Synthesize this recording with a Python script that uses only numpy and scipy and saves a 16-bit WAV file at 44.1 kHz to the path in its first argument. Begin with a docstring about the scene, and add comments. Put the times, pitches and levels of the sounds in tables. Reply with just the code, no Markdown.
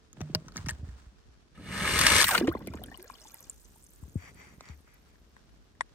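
"""Outdoors, by a plastic gutter that slopes into a tub of water, with a stereo microphone close by.
A hand sets a toy car on the gutter, knocking its modes into a ring; hard wheels chatter down it, louder
with speed. The car splashes in, punching a hole whose notes fall as it deepens. Bubbles glug, the tub
sloshes and foam crackles as its cells burst. Then someone shifts beside the microphone with thuds,
scuffs and dry snaps."""
import sys
import numpy as np
from scipy import signal
from scipy.fft import rfft, irfft
from scipy.io import wavfile
from scipy.ndimage import uniform_filter1d

SR = 44100
rng = np.random.default_rng(int(sys.argv[2]) if len(sys.argv) > 2 else 0)


def master_out(mix):
    """Clip the mix to full scale and print it as 16-bit PCM to the path in sys.argv[1]."""
    frames = np.transpose(np.atleast_2d(mix))
    ceiling = np.clip(frames, -1, 1)
    pcm = np.round(ceiling * 32767).astype(np.int16)
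    wavfile.write(sys.argv[1], SR, pcm)


N = 261954

# The gutter's modes. Each row: pitch in Hz, level in dB, t60 in seconds.
GUTTER_MODES = [(623, -9.5, 0.15), (1100, -9, 0.1), (1286, 4, 0.046), (1745, 4.5, 0.024), (1830, 3, 0.031),
                (2237, 10.5, 0.0093), (2850, 6.5, 0.015), (3512, 3.5, 0.016), (4080, 0, 0.028)]
# Colour of wheel chatter and spray treble. Each row: frequency in Hz, level in dB.
CHATTER_TONE = [(180, -53.5), (300, -5), (607, -3), (730, -31), (1250, -5), (1480, -1), (2170, 5.5),
                (2570, 0), (7380, -14.5), (8870, -7.5), (10500, -17), (11600, -15), (15700, -13.5),
                (16500, -50.5)]
LAG_GUTTER, LAG_TUB, LAG_BESIDE = -4, 6, 39  # samples by which the right channel hears each place late


def amp(db):
    return 10 ** (np.asarray(db) / 20)


def unit_rms(x):
    return x / np.sqrt(np.mean(x ** 2) + 1e-20)


def curves(rows):
    """Columns of a time table at every sample."""
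    s, *columns = np.transpose(rows)
    return [np.interp(np.arange(N) / SR, s, c) for c in columns]


def level(rows):
    """Gain from rows of seconds and dB, fading to silence at both ends."""
    t = np.arange(N) / SR
    return amp(curves(rows)[0]) * np.clip(np.minimum(t - rows[0][0], rows[-1][0] - t) / .01, 0, 1)


def spells(rows):
    """Gain of spells that rise, hold and fall."""
    t, gain = np.arange(N) / SR, np.zeros(N)
    for s, rise, hold, fall, db in rows:
        up = np.clip(np.minimum((t - s) / rise, (s + rise + hold + fall - t) / fall), 0, 1)
        gain += amp(db - 12.5 * (1 - up)) * np.minimum(up / .3, 1)
    return gain


def on_bins(points):
    hz, value = np.transpose(points)
    return np.interp(np.log(np.fft.rfftfreq(N, 1 / SR) + 1), np.log(hz + 1), value)


def coloured(x, tone):
    return unit_rms(irfft(rfft(x) * amp(on_bins(tone)), N))


def band(x, lo_hz, hi_hz):
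    return signal.sosfilt(signal.butter(2, [lo_hz, min(hi_hz, .45 * SR)], "band", fs=SR, output="sos"), x)


def noise(lo_hz, hi_hz):
    return unit_rms(band(rng.standard_normal(N), lo_hz, hi_hz))


def grit(per_s, spread_db, bed):
    """Sparse clicks of uneven size over a bed of noise."""
    size = amp(spread_db * np.minimum(rng.exponential(1, N), 5)) * rng.choice([-1., 1.], N)
    return unit_rms(size * (rng.random(N) < per_s / SR)) + bed * rng.standard_normal(N)


def grains(per_s, spread_db, hz, octaves, cycles):
    """Short rings at 14 pitches around hz, each set off by its own sparse clicks."""
    out = np.zeros(N)
    for f in hz * 2 ** (octaves * np.linspace(-1, 1, 14)):
        t = np.arange(0, 3 * cycles / f, 1 / SR)
        size = amp(spread_db * np.minimum(rng.exponential(1, N), 4))
        clicks = size * (rng.random(N) < per_s / 14 / SR)
        ring = np.sin(2 * np.pi * f * t) * t * np.exp(-2 * t * f / cycles) * f ** 1.8
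        out += signal.oaconvolve(clicks, ring)[:N]
    return unit_rms(out)


def crack(lo_hz, hi_hz, t60):
    """A short burst of noise between steep band edges."""
    t = np.arange(2000) / SR
    burst = rng.standard_normal(2000) * amp(-60 * t / t60) * (1 - np.exp(-t / 0.00065))
    burst = band(band(burst, lo_hz, hi_hz), 0.7 * lo_hz, 1.3 * hi_hz)
    return burst / np.max(abs(burst))


def place(mix, s, db, pan_db, sound, lag):
    """Adds a sound at peak level db; pan is left over right, and the right is lag samples late."""
    sound = amp(db) * sound / np.max(abs(sound))
    for side, sign in enumerate((.5, -.5)):
        part = mix[side, round(s * SR) + side * round(lag):][:len(sound)]
        part += amp(sign * pan_db) * sound[:len(part)]


def stereo_pair(x, other):
    """The left channel hears x; the right, a phase-turned copy mixed with unrelated sound."""
    # Each row: frequency in Hz, likeness of the channels from 0 to 1.
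    likeness = [(100, 0.92), (600, 0.95), (1400, 0.82), (3000, 0.45), (8000, 1), (15000, 1)]
    # Each row: frequency in Hz, pan in dB.
    balance = [(60, 1), (180, -2.5), (550, -4), (1650, 3.5), (4970, 0.5), (15000, -1.5)]
    # Each row: frequency in Hz, phase lead of the left in radians.
    phase_lead = [(0, -0.5), (1290, 0.62), (4220, -1.7), (4740, -1.1), (5680, -5.5), (7320, -4.5),
                  (8010, -8), (12800, 1.5), (13600, -9.5), (14400, 3), (16700, 24)]
    same, tilt = np.clip(on_bins(likeness), 0, 1), amp(on_bins(balance) / 2)
    right = same * rfft(x) * np.exp(-1j * on_bins(phase_lead)) + np.sqrt(1 - same ** 2) * rfft(other)
    return np.array([irfft(rfft(x) * tilt, N), irfft(right / tilt, N)])


def air():
    """Quiet outdoor hush with faint rustles, unrelated in the two channels."""
    # Each row: frequency in Hz, level in dB.
    hush_tone = [(15, -42), (33, -14), (46, 4.5), (70, -2.5), (124, -25.5), (445, -16), (496, -24),
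                 (1640, -24.5), (1980, -28.5), (5720, -30.5), (15200, -53.5), (16500, -66.5)]
    swell = amp(1.1 * noise(1.4, 9.2))
    hush = np.array([coloured(grit(190, 1.8, 1.5), hush_tone) for _ in range(2)])
    return amp(-61) * swell * hush


def rumble():
    """Low lumpy shaking from hand, wheels, slosh and shifting, nearly alike in both channels."""
    # Each row: frequency in Hz, level in dB.
    rumble_tone = [(15, -54), (33, -32.5), (48, 7), (81, 4), (230, 0.5), (609, -13.5), (697, -16.5),
                   (900, -26.5), (1170, -26.5), (1980, -120)]
    # Each row: start, rise, hold and fall in seconds, level in dB.
    shakes = [(0.12, 0.062, 0.61, 0.26, -55.5), (1.53, 0.4, 0.24, 0.088, -37),
              (2.2, 0.025, 0.59, 0.14, -48), (3.9, 0.27, 0.25, 0.37, -62.5)]
    mid, side = (coloured(grit(90, 1.8, 0.66), rumble_tone) for _ in range(2))
    return (amp(-65.5) + spells(shakes)) * np.array([mid + 0.25 * side, mid - 0.25 * side])


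def friction(strokes, tone, per_s, bed, lag, width, pan_db):
    """Soft rubbing: dense tiny clicks that swell with each stroke."""
    mid, side = (coloured(grit(per_s, 3.4, bed), tone) for _ in range(2))
    pair = np.array([mid + width * side, np.roll(mid - width * side, lag)])
    return spells(strokes) * pair * amp([[pan_db / 2], [-pan_db / 2]])


def scuffs():
    """Someone brushes past, just left of the microphone."""
    # Each row: start, rise, hold and fall in seconds, level in dB.
    strokes = [(4.16, 0.064, 0.066, 0.036, -53.5), (4.34, 0.058, 0.027, 0.16, -54.5),
               (4.58, 0.11, 0.0038, 0.068, -54), (4.83, 0.048, .08, .04, -66.5),
               (5.03, 0.066, 0.049, 0.038, -74)]
    # Each row: frequency in Hz, level in dB.
    scuff_tone = [(290, -42), (500, 0.5), (959, 0), (1500, 0.5), (1850, 8), (2250, 4), (2650, -1.5),
                  (4200, -17.5), (4800, -4), (5300, -14), (5800, -5), (6650, -10), (7400, -10), (9960, -35),
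                  (15600, -53)]
    return friction(strokes, scuff_tone, per_s=3000, bed=1.0, lag=LAG_BESIDE, width=.35, pan_db=2.5)


def scrapes():
    """Tyres and fingers slide on the plastic."""
    # Each row: start, rise, hold and fall in seconds, level in dB.
    strokes = [(0.15, 0.016, 0.24, 0.12, -66.5), (.44, 0.018, 0.051, 0.025, -70),
               (.53, 0.032, 0.028, 0.1, -54.5), (.66, 0.015, 0.03, 0.14, -58.5),
               (.84, 0.0084, 0.039, 0.14, -63.5), (.96, 0.02, 0.041, 0.18, -67.5)]
    # Each row: frequency in Hz, level in dB.
    scrape_tone = [(240, -21), (400, -14), (817, 0), (1670, 0), (2090, -6.5), (8830, -12), (10700, -37),
                   (14000, -23)]
    return friction(strokes, scrape_tone, per_s=1500, bed=0.65, lag=LAG_GUTTER, width=.8, pan_db=0)


def snaps(mix):
    """Dry clicks close by: two hollow notes with a faint ring and a bright crack."""
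    # Each row: start in seconds, peak in dB, pitch in Hz, treble peak in dB, pan in dB, lag in samples.
    clicks = [(3.098, -57, 1090, -47, -8, 13), (3.254, -58, 895, -54, -2, 7), (4.035, -50, 944, -66, 0, 40),
              (4.607, -35.5, 1140, -36, -1, 3.5), (4.655, -62, 2550, -45, -6, 1.5),
              (4.687, -48, 2110, -42, 1, 0), (4.875, -49, 1430, -70, -4, 34),
              (5.156, -52.5, 1716, -71.5, -3, 30), (5.365, -42, 1760, -59.5, 3, 34.5),
              (5.751, -58, 1850, -70.5, 2.5, 27), (5.808, -13.5, 1857, -29, 4.5, 39.5)]
    t = np.arange(2000) / SR
    attack = 1 - np.exp(-(t / 0.0015) ** 3)

    def note(hz, t60):
        return np.sin(2 * np.pi * hz * t) * amp(-60 * t / t60) * attack
    for s, db, hz, treble_db, pan_db, lag in clicks:
        body = note(1.03 * hz, .006) + 0.71 * note(0.53 * hz, .006)
        body += 0.015 * note(0.94 * hz, .04) + .04 * note(.25 * hz, .02)
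        place(mix, s, db, pan_db, body / body.max() + 0.3 * crack(0.3 * hz, 1.5 * hz, 0.009), lag)
        bright = note(2.05 * hz, .003) + .5 * note(3.27 * hz, .003)
        edge = band(crack(2300, 8000, 0.008), 2000, 8500)
        place(mix, s, treble_db, pan_db, bright / bright.max() + 1.2 * edge, lag)
        # a faint, brief 8 kHz tone is laid over each
        place(mix, s, db - 23, pan_db, note(8090, t60=0.027), lag)


def fizz():
    """Fine foam builds and thins; its cells burst in tiny pings, higher as they get smaller."""
    # Each row: time in seconds, level in dB.
    hiss_levels = [(2.4, -61.5), (2.66, -73.5), (3.0, -68), (3.3, -62.5), (3.5, -63), (4.02, -66.5),
                   (4.6, -72), (5.16, -79), (5.94, -89)]
    # Each row: frequency in Hz, level in dB.
    hiss_tone = [(2500, -43.5), (6000, 11.5), (9500, 12.5), (12000, 10), (15500, 10), (16500, -12)]
    # Each row: time in seconds, centre pitch in Hz, base level in dB.
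    cells = [(2.404, 4080, -91), (2.95, 4570, -69), (3.251, 5440, -60.5), (3.999, 8800, -69),
             (5.199, 9070, -90.5)]
    hiss = (coloured(.7 * grit(1200, 4, .7) + grains(500, 4.5, 9500, .75, 5), hiss_tone) for _ in range(2))
    foam = level(hiss_levels) * stereo_pair(*hiss)
    times, pitches, levels = np.transpose(cells)
    t = np.arange(300) / SR
    for when, size, pitch, side in rng.random((500, 4)):
        s = times[0] + when * (times[-1] - times[0])
        hz = min(np.interp(s, times, pitches) * 2 ** (1.3 * (pitch - .5)), .36 * SR)
        ping = np.sin(2 * np.pi * hz * t) * t * np.exp(-t / 0.00014)
        place(foam, s, np.interp(s, times, levels) + 1 + 17 * size ** 1.4, 9 * (side - .5), ping, LAG_TUB)
    return foam


def foam_pops(mix):
    """Larger foam cells burst in narrow cracks, with lesser ones at random among them."""
    # Each row: start in seconds, peak in dB, pitch in Hz, pan in dB.
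    large_pops = [(2.338, -40, 9100, 3), (2.3785, -24.5, 7200, 3), (2.4733, -35, 8500, 2),
                  (2.526, -36, 14600, -5), (2.592, -47, 14900, 9), (2.673, -27.5, 11200, 0),
                  (2.754, -42.5, 7250, 1), (2.838, -36, 3460, 4.5), (2.837, -29, 12700, 8),
                  (2.861, -38, 8950, -1), (2.9746, -34, 11260, 2), (3.0267, -29, 12100, -0.5),
                  (3.0447, -41, 14600, 4), (3.141, -43, 5030, 2), (3.289, -52, 6340, -1),
                  (3.343, -29, 12100, -2), (3.406, -34.5, 12400, 0), (3.427, -42, 6200, 2),
                  (3.4972, -24, 8400, -1), (3.825, -47.5, 7800, 0), (3.841, -40, 8940, -1),
                  (3.865, -44.5, 6660, -2), (3.935, -45.5, 8500, 0.5), (4.346, -44.5, 10200, -1),
                  (4.942, -45, 12240, -5)]
    # Each row: time in seconds, peak of the loudest lesser pops in dB.
    crackle_levels = [(2.5, -61), (3.299, -38.5), (4.0, -93), (5.1, -61)]
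    times, levels = np.transpose(crackle_levels)
    lesser_pops = []
    for when, softness, pitch, side in rng.random((150, 4)):
        s = times[0] + when * (times[-1] - times[0])
        db = np.interp(s, times, levels) - 12 * softness
        lesser_pops.append((s, db, 5200 * 2 ** (1.1 * pitch ** 2), 24 * (side - .5)))
    for s, db, hz, pan_db in large_pops + lesser_pops:
        pop = crack(0.86 * hz, 1.1 * hz, 0.0024) + 0.1 * crack(6000, 16000, 0.0022)
        place(mix, s, db, pan_db, pop, LAG_TUB)


def slosh():
    """The tub settles in a dense murmur of small gurgles."""
    # Each row: time in seconds, level in dB.
    settling = [(2.39, -33), (2.47, -59), (2.56, -59), (2.65, -60.5), (2.75, -62), (2.9, -65.5),
                (3.2, -60.5), (3.5, -64), (3.7, -113)]
    murmur = (unit_rms(grains(500, 4.6, 1495, 1.774, 8.5) + .5 * noise(229.5, 1700)) for _ in range(2))
    return level(settling) * stereo_pair(*murmur)


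def bubble(hz, glide, t60):
    """A pocket of air rings, wobbles and glides in pitch, upward as it nears the surface."""
    t = np.arange(round(0.84 * t60 * SR) + 100) / SR
    wobble = unit_rms(uniform_filter1d(rng.standard_normal((2, 8000)), 160))[:, :len(t)]
    turns = np.cumsum(hz * 2 ** (glide * t + 0.05 * wobble[0])) / SR
    attack = 1 - np.exp(-t / (0.039 * t60))
    decay = amp(1.2 * wobble[1] - 60 * t / t60) * np.cos(np.pi * t / t[-1] / 2)
    return np.sin(2 * np.pi * turns) * attack * decay


def bubbles(mix):
    """Single bubbles glug, the higher ones further left, over a random swarm that dies away."""
    # Each row: start in seconds, peak in dB, pitch in Hz, glide in octaves a second, t60 in seconds.
    glugs = [(2.35, -13, 1335, 6, 0.019), (2.38, -25, 1500, 3, 0.016), (2.408, -24.5, 307, 10.5, 0.21),
             (2.412, -19, 415, -8, 0.017), (2.426, -22.5, 244.3, 2.5, 0.15), (2.44, -46, 390, 3, 0.077),
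             (2.4815, -15, 313, 5, 0.061), (2.481, -15, 494, 6, 0.013), (2.513, -35, 1050, 34, 0.084),
             (2.551, -30, 995, 18, 0.02), (2.565, -48.5, 1990, 19, 0.036), (2.57, -41, 865, 2, .03),
             (2.683, -40, 2100, 3, 0.011), (2.676, -53, 380, -4, 0.087), (2.737, -35, 930, 3, 0.012),
             (2.772, -45, 1280, 0, 0.02), (2.786, -46, 1780, 5, 0.018), (2.672, -53, 2360, 2, 0.013),
             (2.945, -50, 1065, 0, 0.032), (3.043, -54, 1850, 2, 0.017), (3.153, -46.5, 2950, 5, 0.0086),
             (2.817, -40, 714, 5, 0.031), (2.884, -46, 1700, 5, 0.029), (2.916, -44.5, 783, 15, 0.045),
             (2.915, -45.5, 1720, 7, 0.052), (2.943, -43, 2870, 3, 0.013), (2.985, -44, 329, 6, 0.2),
             (3.038, -51, 446, 14.5, 0.14), (3.1, -33.5, 1010, 6, 0.011), (3.135, -55, 1045, 12.5, 0.056),
             (3.252, -46.5, 890, -6.5, 0.048), (3.338, -54, 913, 1, 0.06), (3.759, -57, 862, 14, 0.033)]
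    # Each row: time in seconds, peak of the swarm's loudest bubbles in dB.
    swarm_levels = [(2.42, -33), (2.55, -42), (2.901, -48), (3.7, -85)]
    for s, db, hz, glide, t60 in glugs:
        place(mix, s, db, 3.5 * np.log2(hz / 400), bubble(hz, glide, t60), LAG_TUB)
    times, levels = np.transpose(swarm_levels)
    for when, softness, pitch, side in rng.random((200, 4)):
        s = times[0] + when * (times[-1] - times[0])
        hz = 240 * 2 ** (2.8 * pitch ** 1.6)
        db = np.interp(s, times, levels) - 12 * softness
        place(mix, s, db, 6 * (side - .5), bubble(hz, glide=3, t60=15 / hz), LAG_TUB)


def thuds(mix):
    """Bending waves in plastic or ground: highs arrive first, so blows and presses sweep down."""
    # Dull blows. Each row: start in seconds, peak in dB, final pitch in Hz, t60 in seconds.
    blows = [(0.174, -44.5, 125, 0.19), (0.206, -32.5, 150.2, 0.36), (0.298, -35.5, 136.3, 0.16),
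             (0.349, -32.5, 157.5, 0.19), (0.556, -42.5, 156, 0.35), (2.378, -32.5, 171, 0.21),
             (2.494, -30, 75.5, 0.16), (2.55, -26.5, 195, 0.054), (2.618, -44, 186, 0.29),
             (2.674, -31.5, 184, 0.058), (2.7, -37, 76, 0.47), (2.744, -35, 178, 0.072),
             (4.027, -37.5, 69.6, 0.17), (4.079, -45, 88.4, 0.052), (4.156, -23.5, 86.9, 0.1),
             (4.697, -39, 73.5, 0.28)]
    # The hand pushes softly on the gutter. Rows as for the blows.
    presses = [(0.212, -32, 84, 0.096), (0.352, -29.5, 94, 0.073), (0.465, -43, 112, 0.079),
               (0.588, -35, 88, 0.11), (0.645, -32, 69.4, 0.11), (0.668, -30.5, 118, 0.11),
               (0.718, -33.5, 69.4, 0.15), (0.789, -40.5, 68, 0.17), (0.83, -31, 75, 0.12),
               (0.885, -35.5, 62, 0.13), (0.92, -44.5, 66.5, 0.36), (1.065, -43, 52.7, 0.15),
               (1.285, -53, 63.1, 0.24)]
    # The wheels thump it turn by turn, each at a steady pitch. 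Rows as for the blows.
    bumps = [(1.568, -51.5, 185, 0.12), (1.63, -43, 188, .1), (1.68, -39, 174, 0.048), (1.72, -34, 185, .1),
             (1.762, -36, 201, 0.11), (1.812, -30.5, 193, 0.074), (1.862, -43, 77, 0.13),
             (1.955, -33.5, 75.7, 0.45), (2.105, -30.5, 84.4, 0.13), (2.15, -29.5, 89, 0.12)]
    t = np.arange(9000) / SR
    for rows, start_ratio, rise_s in ((blows, 4.1, 0.0021), (presses, 3.15, 0.0046), (bumps, 1, .01)):
        for s, db, hz, t60 in rows:
            turns = np.cumsum(hz * (1 + (start_ratio - 1) * np.exp(-t / 0.00364))) / SR
            thud = np.sin(2 * np.pi * turns) * amp(-60 * t / t60) * (1 - np.exp(-t / rise_s))
            if s < 2.3:
                place(mix, s, db, -1.5, thud, LAG_GUTTER)
            elif s < 3.9:
                place(mix, s, db, -2, thud, LAG_TUB / 2)
            else:
                place(mix, s, db, 5, thud, LAG_BESIDE / 2)


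def gutter_ring(drive, shares_db):
    """The gutter's modes answer a drive; each mode's share is steady or changes in time."""
    t = np.arange(3000) / SR
    rings = (amp(db - 60 * t / t60) * np.sin(2 * np.pi * hz * t) for hz, db, t60 in GUTTER_MODES)
    return unit_rms(sum(signal.oaconvolve(amp(share) * drive, ring)[:len(drive)]
                        for ring, share in zip(rings, shares_db)))


def knocks(mix):
    """The car is set down: hollow contacts ring the gutter, and its metal adds a bright tick."""
    # Each row: start in seconds, peak in dB, pitch in Hz, tick peak in dB, tick pitch in Hz, pan in dB.
    contacts = [(0.13, -51, 1310, -38.5, 6750, -2), (0.17, -45, 805, -65, 7320, -4),
                (0.206, -38, 760, -43, 6000, 11), (0.214, -34.5, 714, -32.5, 6050, 4),
                (0.275, -51, 800, -68, 4170, -1), (0.3, -50, 710, -64, 4670, 1),
                (0.349, -22, 655, -10, 4820, 5), (0.355, -37, 1750, -51, 4120, -2),
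                (0.483, -39, 1400, -37.5, 5900, 5.5), (0.521, -50, 1440, -44, 4470, 3),
                (0.56, -34.5, 1370, -40, 5130, 5), (0.569, -34, 1850, -21.5, 6100, 0),
                (0.577, -35.5, 2100, -29.5, 4640, 1.5), (0.584, -42, 1490, -44, 7000, 4),
                (0.661, -39, 1370, -39.5, 5340, 11.5), (0.664, -36, 1940, -50, 5000, -3),
                (0.687, -31, 850, -50, 4000, 1), (0.6862, -27.5, 2560, -23.5, 5800, 6),
                (0.689, -28, 1370, -31, 3980, 3), (0.692, -20.5, 1890, -26, 5530, 6.5),
                (0.7, -32, 1830, -24, 7350, 0), (0.708, -30.5, 1750, -29.5, 8500, 1),
                (0.889, -47, 1920, -59, 4510, 0)]
    t, mode_hz = np.arange(2000) / SR, np.transpose(GUTTER_MODES)[0]
    t60, set_down_s = 0.019, .4
    for s, db, hz, tick_db, tick_hz, pan_db in contacts:
        note = np.sin(2 * np.pi * hz * t) * amp(-60 * t / t60) * (1 - np.exp(-t / 0.00029))
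        contact = note / note.max() + 1.65 * crack(0.51 * hz, 4.5 * hz, t60)
        ring = gutter_ring(contact, -15 * abs(np.log2(mode_hz / hz)))  # favours modes near the pitch
        coupling = 0.94 if s > set_down_s else 0.23  # stronger once the car rests on the gutter
        place(mix, s, db, pan_db, unit_rms(contact) + coupling * ring, LAG_GUTTER)
        tick = np.sin(2 * np.pi * tick_hz * t) * t * np.exp(-t / 0.00028)
        place(mix, s, tick_db, pan_db, tick / tick.max() + 0.2 * crack(3000, 22000, 0.013), LAG_GUTTER)


def jolts(mix):
    """The rolling car bounces; each landing rings a random blend of the gutter's modes."""
    # Each row: start in seconds, peak in dB.
    bounces = [(1.9892, -11.5), (2.0121, -9), (2.035, -14.5), (2.066, -3), (2.0794, -18), (2.101, -13.5),
               (2.1218, -13.5), (2.1634, -9.5), (2.2133, -10), (2.2275, -12)]
    for s, db in bounces:
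        contact = crack(1100, 9500, .025)
        ring = gutter_ring(contact, 7.4 * rng.standard_normal(len(GUTTER_MODES)))
        place(mix, s, db, 1.5, unit_rms(contact) + 0.27 * ring, lag=-3)


def rolling():
    """Hard wheels chatter over grit and ring the gutter, brightening as they pass from right to left."""
    # The run grows louder with speed. Each row: time in seconds, level in dB.
    run = [(1.542, -63), (1.619, -55.5), (1.744, -37.5), (1.895, -29), (2.034, -25.5), (2.224, -21.5),
           (2.267, -52.5)]
    t, span_s = np.arange(N) / SR, [run[0][0], run[-1][0]]
    treble_db, pan_db = np.interp(t, span_s, (-11, -0.5)), np.interp(t, span_s, (-3, 3.5))
    throb, shiver = (amp(1.7 * np.clip(noise(22, 290), -2, 2)) for _ in range(2))
    # each mode swells and fades as the wheels move on
    swing_db = [2.5 * np.clip(noise(1.4, 21), -2, 1.5) for _ in GUTTER_MODES]

    def wheels():
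        drive = throb * (grit(4000, 1.7, 0.6) + 0.42 * grains(900, 1.9, 2020, 1.3, 3.15))
        chatter = unit_rms(band(coloured(drive, CHATTER_TONE), 220, 2900))
        mids = unit_rms(chatter + 1.8 * gutter_ring(drive, swing_db))
        hiss = throb ** .8 * shiver ** .6 * coloured(grit(5000, 0.9, 0.7), CHATTER_TONE)
        return mids + amp(treble_db) * unit_rms(band(hiss, 4200, 11000))
    return level(run) * stereo_pair(wheels(), wheels()) * amp(np.outer([.5, -.5], pan_db))


def slaps(mix):
    """Sheets of water slap down in wide wet bursts."""
    # Each row: start in seconds, peak in dB, pitch in Hz, treble against the peak in dB, t60 in seconds.
    sheets = [(2.242, -8, 2300, -2.5, 0.0077), (2.311, -18.5, 2130, -15, 0.025),
              (2.347, -13.5, 1290, -24, 0.063), (2.3781, -14, 1900, -4, 0.01),
              (2.398, -29, 3000, -25.5, 0.0072), (2.4727, -28.5, 2200, -21, 0.01),
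              (2.4767, -24, 1450, -20, 0.0068), (2.487, -32.5, 1780, -6, 0.036),
              (2.62, -48, 1100, -10, .02), (2.662, -48, 2200, -9, 0.017), (2.672, -38, 1760, 7, 0.011),
              (2.737, -43, 1170, -2, 0.018), (2.772, -44.5, 1600, -9, 0.018),
              (2.857, -48, 1000, -10, 0.025), (2.943, -53, 2000, -10, 0.011),
              (2.996, -46, 1300, -10, 0.026)]
    for s, db, hz, treble_db, t60 in sheets:
        place(mix, s, db, 3, crack(.5 * hz, 2.4 * hz, t60), LAG_TUB - 2)
        place(mix, s, db + treble_db, 0, crack(3800, 21000, 0.13 * t60), LAG_TUB - 2)


def splash():
    """Clumps of spray, and the hole the car punches, sounding as a closed pipe that deepens."""
    # Each row: time in seconds, spray level in dB, the hole's lower and upper notes against it in dB.
    splash_levels = [(2.24, -27.5, -11, -15), (2.262, -40, -10.5, -13.5), (2.277, -32, 10.5, -14),
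                     (2.297, -33.5, 2.5, -16.5), (2.32, -37.5, 3.5, 3.5), (2.338, -36.5, 4.5, 10.5),
                     (2.352, -36, -9.5, 13), (2.36, -42, 2.5, -2.5), (2.39, -41.5, 7, -1.5),
                     (2.41, -62.5, 7.5, -2.5), (2.46, -96, 0.5, 0)]
    lower_db, upper_db = curves(splash_levels)[1:]
    sink_start_s, start_depth_m, sink_m_per_s, sound_m_per_s = 2.272, .042, 1.45, 343
    depth_m = start_depth_m + sink_m_per_s * np.maximum(np.arange(N) / SR - sink_start_s, 0)
    phase = 2 * np.pi * np.cumsum(sound_m_per_s / (4 * depth_m)) / SR  # quarter-wave resonance
    clumps = amp(2.5 * noise(21, 200))

    def hole_note(drive, multiple, width_hz):
        carrier, pole = np.exp(1j * multiple * phase), np.exp(-np.pi * width_hz / SR)
        envelope = signal.lfilter([(1 - pole) ** 3], np.poly([pole] * 3), drive / carrier)
        envelope = envelope / np.std(envelope) + .4 * clumps  # the added part keeps the note unbroken
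        return unit_rms((carrier * envelope).real)

    def spray():
        drive = clumps * grit(4000, 1.2, 0.52)
        hole = amp(lower_db) * hole_note(drive, 1, 400) + amp(upper_db) * hole_note(drive, 2.2, 730)
        mids = unit_rms(band(band(drive, 1200, 4400), 1000, 7100))
        treble = unit_rms(band(coloured(drive, CHATTER_TONE), 3500, 21000))
        return hole + mids + amp(6.5) * treble
    return level(splash_levels) * stereo_pair(spray(), spray())


def scene():
    """All sources at the microphone; tub, plastic and ground briefly echo the short sounds."""
    beds = rumble() + rolling() + splash() + slosh() + fizz() + scrapes() + scuffs() + air()
    water, solids = np.zeros((2, 2, N))
    for source in (slaps, bubbles, foam_pops):
        source(water)
    for source in (knocks, jolts, thuds, snaps):
        source(solids)
    t = np.arange(3000) / SR
    reflections = band(rng.standard_normal((2, 3000)), 800, 6200) * amp(-60 * t / 0.02) * (t > .002)
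    reflections /= np.linalg.norm(reflections[0])
    echo = signal.fftconvolve(amp(-9) * water + amp(-17) * solids, reflections, axes=1)[:, :N]
    return beds + water + solids + echo


def record(dry):
    """A steep low-pass at 16.6 kHz."""
    return signal.oaconvolve(dry, signal.firwin(511, 16600, window=("kaiser", 9), fs=SR)[None], "same")


dry = scene()
out = record(dry)
master_out(out)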